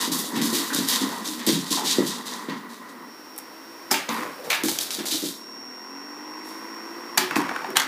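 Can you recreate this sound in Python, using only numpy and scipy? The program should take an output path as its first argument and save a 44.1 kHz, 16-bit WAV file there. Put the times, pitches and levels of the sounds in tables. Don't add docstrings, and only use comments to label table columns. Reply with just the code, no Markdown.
import sys
import numpy as np
from scipy import signal
from scipy.fft import rfft, irfft
from scipy.io import wavfile
from scipy.ndimage import uniform_filter1d

SR = 44100
rng = np.random.default_rng(int(sys.argv[2]) if len(sys.argv) > 2 else 0)


def waveform_to_disk(signal):
    frames = np.transpose(np.atleast_2d(signal))
    scaled = np.clip(frames, -1, 1) * 32767
    samples = np.round(scaled).astype(np.int16)
    wavfile.write(sys.argv[1], SR, samples)


def makeup_ratio(level_db):
    decades = np.asarray(level_db, float) / 20
    return 10 ** decades


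N = 347067


def rms_one(x):
    return x / np.sqrt(np.mean(x ** 2) + 1e-20)


def after(s):
    return np.arange(N) / SR - s


def in_time(points):
    s, values = np.transpose(points)
    return np.interp(np.arange(N) / SR, s, values)


def at_hz(points, hz):
    table_hz, values = np.transpose(points)
    return np.interp(np.log(hz + 1), np.log(table_hz), values)


def waver(per_s):
    knots = rng.standard_normal(int(N / SR * 40) + 2)
    return np.interp(np.arange(N) / SR * min(per_s, 40), np.arange(len(knots)), knots)


def band(x, low_hz, high_hz):
    return signal.sosfilt(signal.butter(2, [low_hz, high_hz], "band", fs=SR, output="sos"), x)


def three_bands(x, dip_hz=0):
    edges = [(1, 500, 2600 - dip_hz), (-1, 2600 + dip_hz, 7000), (1, 7000, 18000)]
    return [sign * rms_one(band(x, low, high)) for sign, low, high in edges]


def resonances(x, peaks, wider):
    out = 0
    for k, (hz, width, db) in enumerate(peaks):
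        r = np.exp(-np.pi * width * wider / SR)
        top = [(1 - r * r) / 2, 0, (r * r - 1) / 2]
        bottom = [1, -2 * r * np.cos(2 * np.pi * hz / SR), r * r]
        out = out + (-1) ** k * makeup_ratio(db) * signal.lfilter(top, bottom, x)
    return out


def ring(x, hz, t60):
    r, w = makeup_ratio(-60 / (t60 * SR)), 2 * np.pi * hz / SR
    return signal.lfilter([0, np.sin(w)], [1, -2 * r * np.cos(w), r * r], x + 1e-18)


def grains(per_s, spread_db):
    sizes = makeup_ratio(spread_db * np.minimum(rng.exponential(1, N), 5)) * rng.choice([-1, 1], N)
    return rms_one(sizes * (rng.random(N) < per_s / SR))


def add(out, s, piece):
    at = max(round(s * SR), 0)
    out[at:at + len(piece)] += piece[:N - at]


# start_s, level_db (relative), low_db, decay_t60_s
SCUFF_EVENTS = [(0.0, -16, -9, 0.35), (0.114, -14, -42, 0.39), (0.184, -21, -37, 0.67),
                (0.351, -26.5, 8, 0.38), (0.412, -18, -33, 0.86), (0.526, -16, -9, 0.73),
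                (0.729, -15, -26.5, 0.11), (0.7542, -19.5, -12, 1), (0.871, -14.5, -10, 0.96),
                (1.243, -22, -34, 1), (1.386, -39.5, 11.5, 0.61), (1.464, -12, -11, 0.27),
                (1.5194, -23, -25, 0.69), (1.657, -27, -10, 0.6), (1.703, -13.5, -32, 0.44),
                (1.842, -14, -13.5, 1), (2.06, -20.5, -40, 0.4), (2.253, -24, -11, 0.83),
                (2.481, -42, 16.5, 0.4), (2.6894, -35.5, -25.5, 0.49), (2.8853, -41, -16, 0.13),
                (4.091, -35, 14, 0.31), (4.149, -43, -2, 0.93), (4.439, -37, -4, 0.29),
                (4.498, -21, 6, 0.22), (4.528, -35, 16.5, 0.32), (4.6349, -20.5, -18, 0.32),
                (4.682, -21, -25, 0.41), (4.799, -18.5, -21, 0.35), (4.9053, -21, -27, 0.44),
                (4.9871, -30.5, 7, 0.15), (5.057, -18, -34, 0.31), (5.106, -17, -18, 0.8),
                (5.2394, -29.5, -18, 1), (6.4394, -42.5, -7, 1), (0.925, -29, -8, .2),
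                (7.354, -29, -2, 0.13), (7.754, -29, 18, 0.12)]
# pitch_hz, width_hz (before widening), level_db
FABRIC_PEAKS = [(1000, 460, -5.5), (1760, 270, 1.5), (3790, 500, 4.5), (4550, 395, 6), (11900, 9300, 4)]
# time_s, level_db
SCUFF_TREBLE_CURVE = [(0, -5), (1, -6.5), (2.3, -12.5), (4, 11), (4.6, 0.5), (5.1, -6), (6.4, 2.5),
                      (7.75, 5.5)]
SCUFF_RISE_S, SCUFF_DB = 0.0095, -11.0
CLAW_TICKS_PER_S, CLAW_DB = 220, -6.5
PATCHY_DB, PATCHES_PER_S = 2, 38


def scuffs():
    rub = grains(6000, spread_db=-0.5) + makeup_ratio(CLAW_DB) * grains(CLAW_TICKS_PER_S, spread_db=3)
    coloured = resonances(rub, FABRIC_PEAKS, wider=1.27) + 0.045 * rub
    low, middle, high = three_bands(coloured, dip_hz=367)
    middle = middle * makeup_ratio(PATCHY_DB * waver(PATCHES_PER_S))
    high = high * makeup_ratio(PATCHY_DB * waver(PATCHES_PER_S))
    low_level, upper_level = np.zeros(N), np.zeros(N)
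    t = np.arange(round(SR * .6)) / SR
    for s, db, low_db, t60 in SCUFF_EVENTS:
        swell = (1 - np.exp(-t / SCUFF_RISE_S)) * makeup_ratio(-60 * t / t60)
        swell = swell / swell.max() * makeup_ratio(db + SCUFF_DB)
        add(low_level, s, swell * makeup_ratio(low_db))
        add(upper_level, s, swell)
    return low_level * low + upper_level * (middle + makeup_ratio(in_time(SCUFF_TREBLE_CURVE)) * high)


# start_s, level_db, pitch_hz
BRUSH_EVENTS = [(0.701, -28, 1450), (1.114, -28.5, 930), (1.77, -24.5, 850), (4.38, -34, 520),
                (4.435, -31, 476), (4.445, -37, 770), (4.503, -23, 2350), (5.107, -24, 3800)]
BRUSH_RISE_S, BRUSH_T60_S, BRUSH_WIDTH = 0.0015, 0.36, 0.16


def brushes():
    out, t = np.zeros(N), np.arange(round(SR * .4)) / SR
    swell = (1 - np.exp(-t / BRUSH_RISE_S)) * makeup_ratio(-60 * t / BRUSH_T60_S)
    for s, db, hz in BRUSH_EVENTS:
        peak = [(hz, BRUSH_WIDTH * hz, 0)]
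        add(out, s, makeup_ratio(db) * swell * rms_one(resonances(rng.standard_normal(len(t)), peak, wider=1)))
    return out


# start_s, peak_db, pitch_hz of the strongest ring, ring_t60_s
THUD_EVENTS = [(0.076, -16, 298, 0.053), (0.117, -22.5, 193, 0.074), (0.278, -33, 300, 0.36),
               (0.334, -20.5, 235, 0.35), (0.369, -14, 216, 0.015), (0.406, -13.5, 228, 0.16),
               (0.451, -19, 242, 0.077), (0.527, -15.5, 338, 0.23), (0.7, -29, 306, 0.66),
               (0.749, -18, 288, 0.055), (0.785, -12.5, 265, 0.06), (1.015, -14, 263, 0.071),
               (1.262, -24.5, 242.3, 0.59), (1.472, -9.5, 296, 0.034), (1.481, -9, 326, 0.062),
               (1.528, -11, 198, 0.038), (1.71, -17, 285, 0.066), (1.847, -20, 274, 0.023),
               (1.984, -3.5, 347, 0.043), (2.485, -16.5, 283, 0.023), (3.915, -20, 380, 0.17),
               (4.089, -22.5, 233.5, 0.3), (4.15, -28, 236, 0.29), (4.637, -12.5, 324, 0.11),
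               (4.985, -20.5, 345, 0.12), (5.122, -23.5, 318, .15), (5.225, -23, 330, 0.042),
               (5.235, -16, 340, 0.074), (7.18, -22, 364, 0.25), (7.313, -30, 322, 0.036),
               (7.363, -12.5, 314, 0.045), (7.386, -35, 300, 0.04), (7.443, -29, 283, 0.068),
               (7.688, -25, 376, 0.084)]
# pitch_hz, level_db
FLOOR = [(150, -6.5), (222, 2), (280, 12), (310, 3.5), (366, -11), (430, 1.5)]


def thuds():
    out, click = np.zeros(N), np.zeros(round(SR * .5))
    click[0] = 1
    chance_db = rng.normal(0, 4, (len(THUD_EVENTS), len(FLOOR)))
    for (s, db, spot_hz, t60), row in zip(THUD_EVENTS, chance_db):
        boom = sum(makeup_ratio(mode_db + c) * ring(click, hz, t60) for (hz, mode_db), c in zip(FLOOR, row))
        boom = band(boom + makeup_ratio(17.5) * ring(click, spot_hz, t60), 151, 1.88 * spot_hz)
        boom = boom + makeup_ratio(-3) * ring(click, 43, 0.56)
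        add(out, s, makeup_ratio(db) * boom / np.abs(boom).max())
    return out


# start_s, level_db, low_db, high_db, pitch_hz of the hollow
CRACK_EVENTS = [(1.4653, -24, -22, 13, 1780), (3.362, -41, -7, 8, 1010), (3.385, -34.5, 2, 15, 880),
                (4.09, -15, -4.5, -20, 870), (4.143, -28.5, -17, 6, 1500), (4.296, -46, 15.5, 5, 1890),
                (4.5025, -9, -5, -8, 2470), (4.511, -18, 0.5, -10, 1690), (4.518, -16, 3, -10, 2330),
                (4.529, -15, 4, -14, 2300), (4.548, -21, 1, -10, 1690), (4.6351, -14.5, -32, 0, 1700),
                (4.6838, -12.5, -7.5, -30, 873), (4.7869, -10, -20, -1, 770),
                (4.9053, -13.5, -22, -19, 1550), (5.0554, -22, -3.5, 3, 790),
                (7.178, -4.5, -9.5, -27, 1800), (7.3092, -31, 16, 4, 1480), (7.3575, -23, 10, -8, 2490),
                (7.3645, -23, 12.5, -1.5, 1100), (7.393, -33, 12, -5, 1000), (7.4035, -32, 16, -3, 1010),
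                (7.416, -33, 12, 4, 950), (7.4915, -35, 19.5, -8, 1500), (7.5114, -39.5, 22, -32, 770),
                (7.5617, -34.5, 17.5, -3, 1490), (7.6194, -40, 12.5, -21, 860), (7.644, -41, 21, -28, 910),
                (7.7028, -39, 8, 10, 650), (7.762, -30, 13, -15, 1370), (7.7685, -1.5, -6.5, -5, 1550),
                (7.798, -10.5, -7, -4, 1560), (7.803, -19, 5, -9, 2000), (7.818, -18, 2.5, -13, 1460),
                (7.831, -26, -2, -10, 2000)]
# start_s, level_db, low_db, high_db, pitch_hz
SHOT_EVENTS = [(3.9065, -27, 7, -4, 1420), (3.9112, -6.5, -11, -4, 5160), (3.914, -22, 7.5, -7, 890),
               (3.923, -16.5, -3, 2, 900), (3.94, -19, 8, 0, 2370), (3.959, -30, 0, -1, 2360),
               (7.1738, -20, 10.5, 11.5, 1840), (7.1771, -11.5, -6, -23, 1030)]
# pitch_hz, level_db, ring_t60_s
SHELL_RINGS = [(380, 0, .05), (890, 0, .05), (1350, -5, .025), (1750, -6, .025), (2370, -3, .035),
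               (4830, -1, .015)]
TOUCH_S = .0008
SNAP = 1.2


def cracks(blows, contact_t60, tail_db, shell):
    out, t = np.zeros(N), np.arange(round(SR * .5)) / SR
    chance_db = rng.normal(0, 3, (len(blows), len(SHELL_RINGS)))
    for (s, db, low_db, high_db, hollow_hz), row in zip(blows, chance_db):
        noise = rng.standard_normal(len(t))
        touch = SNAP * (t == t[round(TOUCH_S * SR)])
        crack = noise * (1 - np.exp(-t / TOUCH_S)) * makeup_ratio(-60 * t / contact_t60) + touch
        body = rms_one(sum(makeup_ratio(mode_db + c) * rms_one(ring(crack, hz, ring_s))
                           for (hz, mode_db, ring_s), c in zip(SHELL_RINGS, row)))
        hollow = rms_one(ring(crack, hollow_hz, 22 / hollow_hz))
        low, middle, high = three_bands(rms_one(crack) + shell * body)
        low = rms_one(band(low, 300, 3000)) + .5 * shell * body
        if hollow_hz < 2600:
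            low = low + 1.3 * hollow
        else:
            middle = middle + 1.5 * hollow
        tails = three_bands(noise)
        tails[0] = rms_one(3.6 * tails[0] + rms_one(ring(noise, hollow_hz, 8 / hollow_hz)))
        tail_t60s = [.4, .33, .25]
        for part, tail, part_db, t60 in zip([low, middle, high], tails, [low_db, 0, high_db], tail_t60s):
            dying = makeup_ratio(tail_db) * tail * (1 - np.exp(-t / 0.026)) * makeup_ratio(-60 * t / t60)
            add(out, s, makeup_ratio(db + part_db) * (part / np.abs(part).max() + dying))
    return out


# start_s, peak_db, low_edge_hz
TICK_EVENTS = [(0.5521, -10, 6000), (0.7475, -4, 5000), (0.887, -4, 3100), (0.9013, -7, 7100),
               (1.5244, -10, 6000), (3.3792, -14.5, 9500)]


def dry_ticks():
    out, t = np.zeros(N), np.arange(round(SR * .02)) / SR
    for s, db, edge_hz in TICK_EVENTS:
        tail = .25 * rng.standard_normal(len(t)) * makeup_ratio(-60 * t / .006)
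        snap = band((t == 0) + tail, edge_hz, 16000)
        add(out, s, makeup_ratio(db) * snap / np.abs(snap).max())
    return out


# start_s, hold_s, level_db, shaken_housing_level_db
BOUT_EVENTS = [(0, 1.6, -46, -83), (4.08, 0.15, -37, -30.5), (4.45, 0.69, -40.5, -61),
               (7.295, 0.17, -48.5, -33), (7.483, 0.27, -48, -39.5), (7.753, 0.028, -55, -36)]
BOUT_ATTACK_S, BOUT_RELEASE_DB_PER_S = 0.01, 104


def bouts(column):
    out = 0
    for row in BOUT_EVENTS:
        start_s, hold_s = row[:2]
        release_db = BOUT_RELEASE_DB_PER_S * np.maximum(after(start_s + hold_s), 0)
        attack = np.clip(after(start_s) / BOUT_ATTACK_S + (start_s <= 0), 0, 1)
        out = out + makeup_ratio(row[column] - release_db) * attack
    return out


CONTACTS_PER_S = 160


def clatter():
    contacts, dealt = grains(CONTACTS_PER_S, spread_db=3.5), rng.integers(0, 16, N)
    rings = 0
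    for k, hz in enumerate(np.geomspace(300, 3500, 16)):
        rings = rings + ring(contacts * (abs(dealt - k) < 3), hz, 12.0 / hz) * hz ** -.1
    return bouts(column=2) * rms_one(rings)


# start_s, first_wheel_turns_per_s, second_wheel_turns_per_s
WINDUP_EVENTS = [(0, 30, 36), (2.6, 40, 47.5), (4.0, 9.5, 18), (5.1, 24, 34), (7.2, 30, 36)]
TOP_TURNS_PER_S, WINDUP_S, SLOWING_S = (63, 70), (1.0, 2.2), .05


def shaft_speed(wheel):
    turns, top = np.zeros(N), TOP_TURNS_PER_S[wheel]
    for s, *starts in WINDUP_EVENTS:
        climb = top - (top - starts[wheel]) * np.exp(-after(s) / WINDUP_S[wheel])
        turns = np.where(after(s) >= 0, climb, turns)
    return uniform_filter1d(turns, size=round(SLOWING_S * SR))


STRONG_MULTIPLES = {4: 3, 6: 6, 17: 5}
HUM_FALL = 0.88
HUM_WAVER_DB, HUM_WAVERS_PER_S = 2.5, 3


def harmonics(angle):
    starts, out = rng.uniform(0, 2 * np.pi, 24), 0
    for k in range(3, 22):
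        db = STRONG_MULTIPLES.get(k, 0) + HUM_WAVER_DB * waver(HUM_WAVERS_PER_S)
        out = out + k ** -HUM_FALL * makeup_ratio(db) * np.sin(k * angle + starts[k])
    return out


# time_s, depth (0-1)
RIPPLE_CURVE = [(3.9, .65), (7.2, .45), (7.4, .3)]
WHINE_HZ, HALF_WHINE_DB, DOUBLE_WHINE_DB = 5534, -19, -30
WHINE_WAVER_DB, WHINE_SWING = 1.5, .07


def whine(angle):
    t = np.arange(N) / SR
    ripple = 1 + in_time(RIPPLE_CURVE) * makeup_ratio(2 * waver(12)) * np.cos(3 * angle) + .09 * np.cos(6 * angle)
    ripple = ripple + .14 * np.cos(angle) + .09 * np.cos(2 * angle)
    tone = np.sin(2 * np.pi * WHINE_HZ * t + WHINE_SWING * np.sin(3 * angle))
    out = np.sqrt(2) * ripple * makeup_ratio(WHINE_WAVER_DB * waver(9)) * tone
    out += makeup_ratio(HALF_WHINE_DB) * np.sin(np.pi * WHINE_HZ * t)
    out += makeup_ratio(DOUBLE_WHINE_DB) * np.sin(4 * np.pi * WHINE_HZ * t)
    return out + 0.13 * rms_one(band(rng.standard_normal(N), 5000, 6100))


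# pitch_hz, width_hz (before widening), level_db
HOUSING_PEAKS = [(285, 72, 6), (499, 38, 3), (1010, 257, 5), (1530, 320, -2.5), (1907, 300, -1.5),
                 (2640, 52, -8.5), (4360, 840, -23)]
# time_s, level_db
NEARNESS_CURVE = [(2.6, -39), (2.85, -21.5), (3.15, -7.5), (5.05, -7), (5.4, 0)]
# start_s, depth_db, hold_s
WHINE_DIP_EVENTS = [(3.37, -1, .0), (3.913, -18, 0.17), (4.506, -4, 0.75), (7.18, -4, 0.25),
                    (7.736, -17, .2)]
DIP_RECOVERY_S = 0.27
HUM_DB, RATTLE_DB, WHINE_DB = -42.5, -39, -44.5
HUM_DB_PER_TURN, RATTLE_DB_PER_TURN, SECOND_HUM_DB = 0.09, 0.35, -4
SHAKES_PER_S = 1600


def motor():
    near_db, turns_hz = in_time(NEARNESS_CURVE), shaft_speed(wheel=0)
    faster = turns_hz - 60
    angle, second = 2 * np.pi * np.cumsum([turns_hz, shaft_speed(wheel=1)], axis=1) / SR
    hum = harmonics(angle) + makeup_ratio(SECOND_HUM_DB) * harmonics(second)
    hum = resonances(hum, HOUSING_PEAKS, wider=1.5) + .1 * hum
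    hum = rms_one(band(band(hum, 235, 3000), 235, 3000))
    rattle = rng.standard_normal(N) * (1 + 0.3 * np.sin(second) + .3 * np.cos(2 * second))
    rattle = rms_one(band(resonances(rattle, HOUSING_PEAKS, wider=0.53), 360, 20000))
    shaken = resonances(grains(SHAKES_PER_S, spread_db=2.0), HOUSING_PEAKS, wider=0.8)
    shaken = bouts(column=3) * rms_one(band(shaken, 285, 20000))
    dip_db = 0
    for s, db, hold in WHINE_DIP_EVENTS:
        dip_db = dip_db + db * np.clip(1 - after(s + hold) / DIP_RECOVERY_S, 0, 1) * (after(s) > 0)
    hum = makeup_ratio(HUM_DB + near_db + HUM_DB_PER_TURN * faster) * hum
    rattle = makeup_ratio(RATTLE_DB + near_db + RATTLE_DB_PER_TURN * faster) * rattle
    return hum + rattle + shaken + makeup_ratio(WHINE_DB + near_db + dip_db) * whine(angle)


# time_s, level_db
WHIRR_CURVE = [(0, -33), (1, -33.5), (1.5, -40), (2, -33.5), (2.4, -37.5), (3.1, -47.5), (3.3, -108)]
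# pitch_hz, width_hz (before widening), level_db
WHIRR_COLOUR = [(235, 45, 8), (444, 163, -5), (1010, 162, 2.5), (1500, 630, -8.5), (1928, 144, 2)]
WHIRR_FLUTTER_DB, WHIRR_FLUTTERS_PER_S = 2.5, 30


def whirr():
    noise = band(resonances(rng.standard_normal(N), WHIRR_COLOUR, wider=0.81), 170, 1700)
    flutter_db = WHIRR_FLUTTER_DB * waver(WHIRR_FLUTTERS_PER_S)
    return makeup_ratio(in_time(WHIRR_CURVE) + flutter_db) * rms_one(noise)


# pitch_hz, decay_t60_s
ROOM_DECAY = [(150, 0.47), (500, 0.28), (1400, 0.51), (3700, 0.25), (9700, 0.038), (15000, 0.25)]


def room(x, count=4):
    t = np.arange(round(SR * .7)) / SR
    edges = np.geomspace(80, 16000, 11)
    noise, tails = rng.standard_normal((count, len(t))), 0
    for k, (low, high) in enumerate(zip(edges, edges[1:])):
        fall = makeup_ratio(-60 * t / at_hz(ROOM_DECAY, np.sqrt(low * high)))
        tails = tails + band(noise[:, ::(-1) ** k], low, high) * fall
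    tails *= np.clip((t - .004) / 0.0018, 0, 1)
    place = np.arange(N) / SR / .04 % count
    out = 0
    for k, tail in enumerate(tails):
        away = np.minimum(abs(place - k), count - abs(place - k))
        share = np.clip(1 - away, 0, 1)
        out = out + signal.fftconvolve(x * np.sqrt(share), tail / np.sqrt(np.sum(tail ** 2)))[:N]
    return out


# time_s, level_db
AIR_CURVE = [(0, -48), (2.6, -47.5), (3.1, -47), (5.0, -40.5), (5.4, -50.5), (7.1, -45.5), (7.87, -45)]
# (per Hz, relative)
HISS_COLOUR = [(18, -10), (60, 4), (110, -0.5), (160, -5), (277, 7.5), (691, 1), (1140, -1.5), (1330, 1),
               (3400, -9.5), (5170, -8), (5590, -9), (6720, -15.5), (11000, -14), (13500, -13.5),
               (15500, -8.5)]


def hiss():
    hz = np.arange(N // 2 + 1) * SR / N
    noise = irfft(rfft(rng.standard_normal(N)) * makeup_ratio(at_hz(HISS_COLOUR, hz)), N)
    return makeup_ratio(in_time(AIR_CURVE)) * rms_one(noise)


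# time_s, level_db
FADE_CURVE = [(5.3, -2.5), (5.42, -14), (6, -18), (6.1, 0)]


def scene():
    rubbed, soft, loose = scuffs() + brushes(), thuds(), clatter()
    hard = cracks(CRACK_EVENTS, contact_t60=0.014, tail_db=-26.5, shell=.2)
    hard = hard + cracks(SHOT_EVENTS, contact_t60=0.049, tail_db=-15.5, shell=.6) + dry_ticks()
    reflected = room(makeup_ratio(-9.0) * rubbed + makeup_ratio(-3.0) * soft + makeup_ratio(-9.0) * hard + makeup_ratio(-7.0) * loose)
    action = makeup_ratio(in_time(FADE_CURVE)) * (rubbed + soft + hard + loose + reflected)
    return (action + motor() + whirr() + hiss())[None]


def band_limit(x):
    return signal.sosfilt(signal.butter(12, 16480, fs=SR, output="sos"), x)


def record(dry):
    bass_cut = signal.butter(4, 150, "high", fs=SR, output="sos")
    x = signal.sosfilt(bass_cut, dry) + makeup_ratio(-34) * dry
    rounded = .95 * np.tanh(x / .95)
    top_cut = signal.ellip(12, .5, 75, 15330, fs=SR, output="sos")
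    return band_limit(signal.sosfilt(top_cut, rounded))


dry = scene()
out = record(dry)
waveform_to_disk(out)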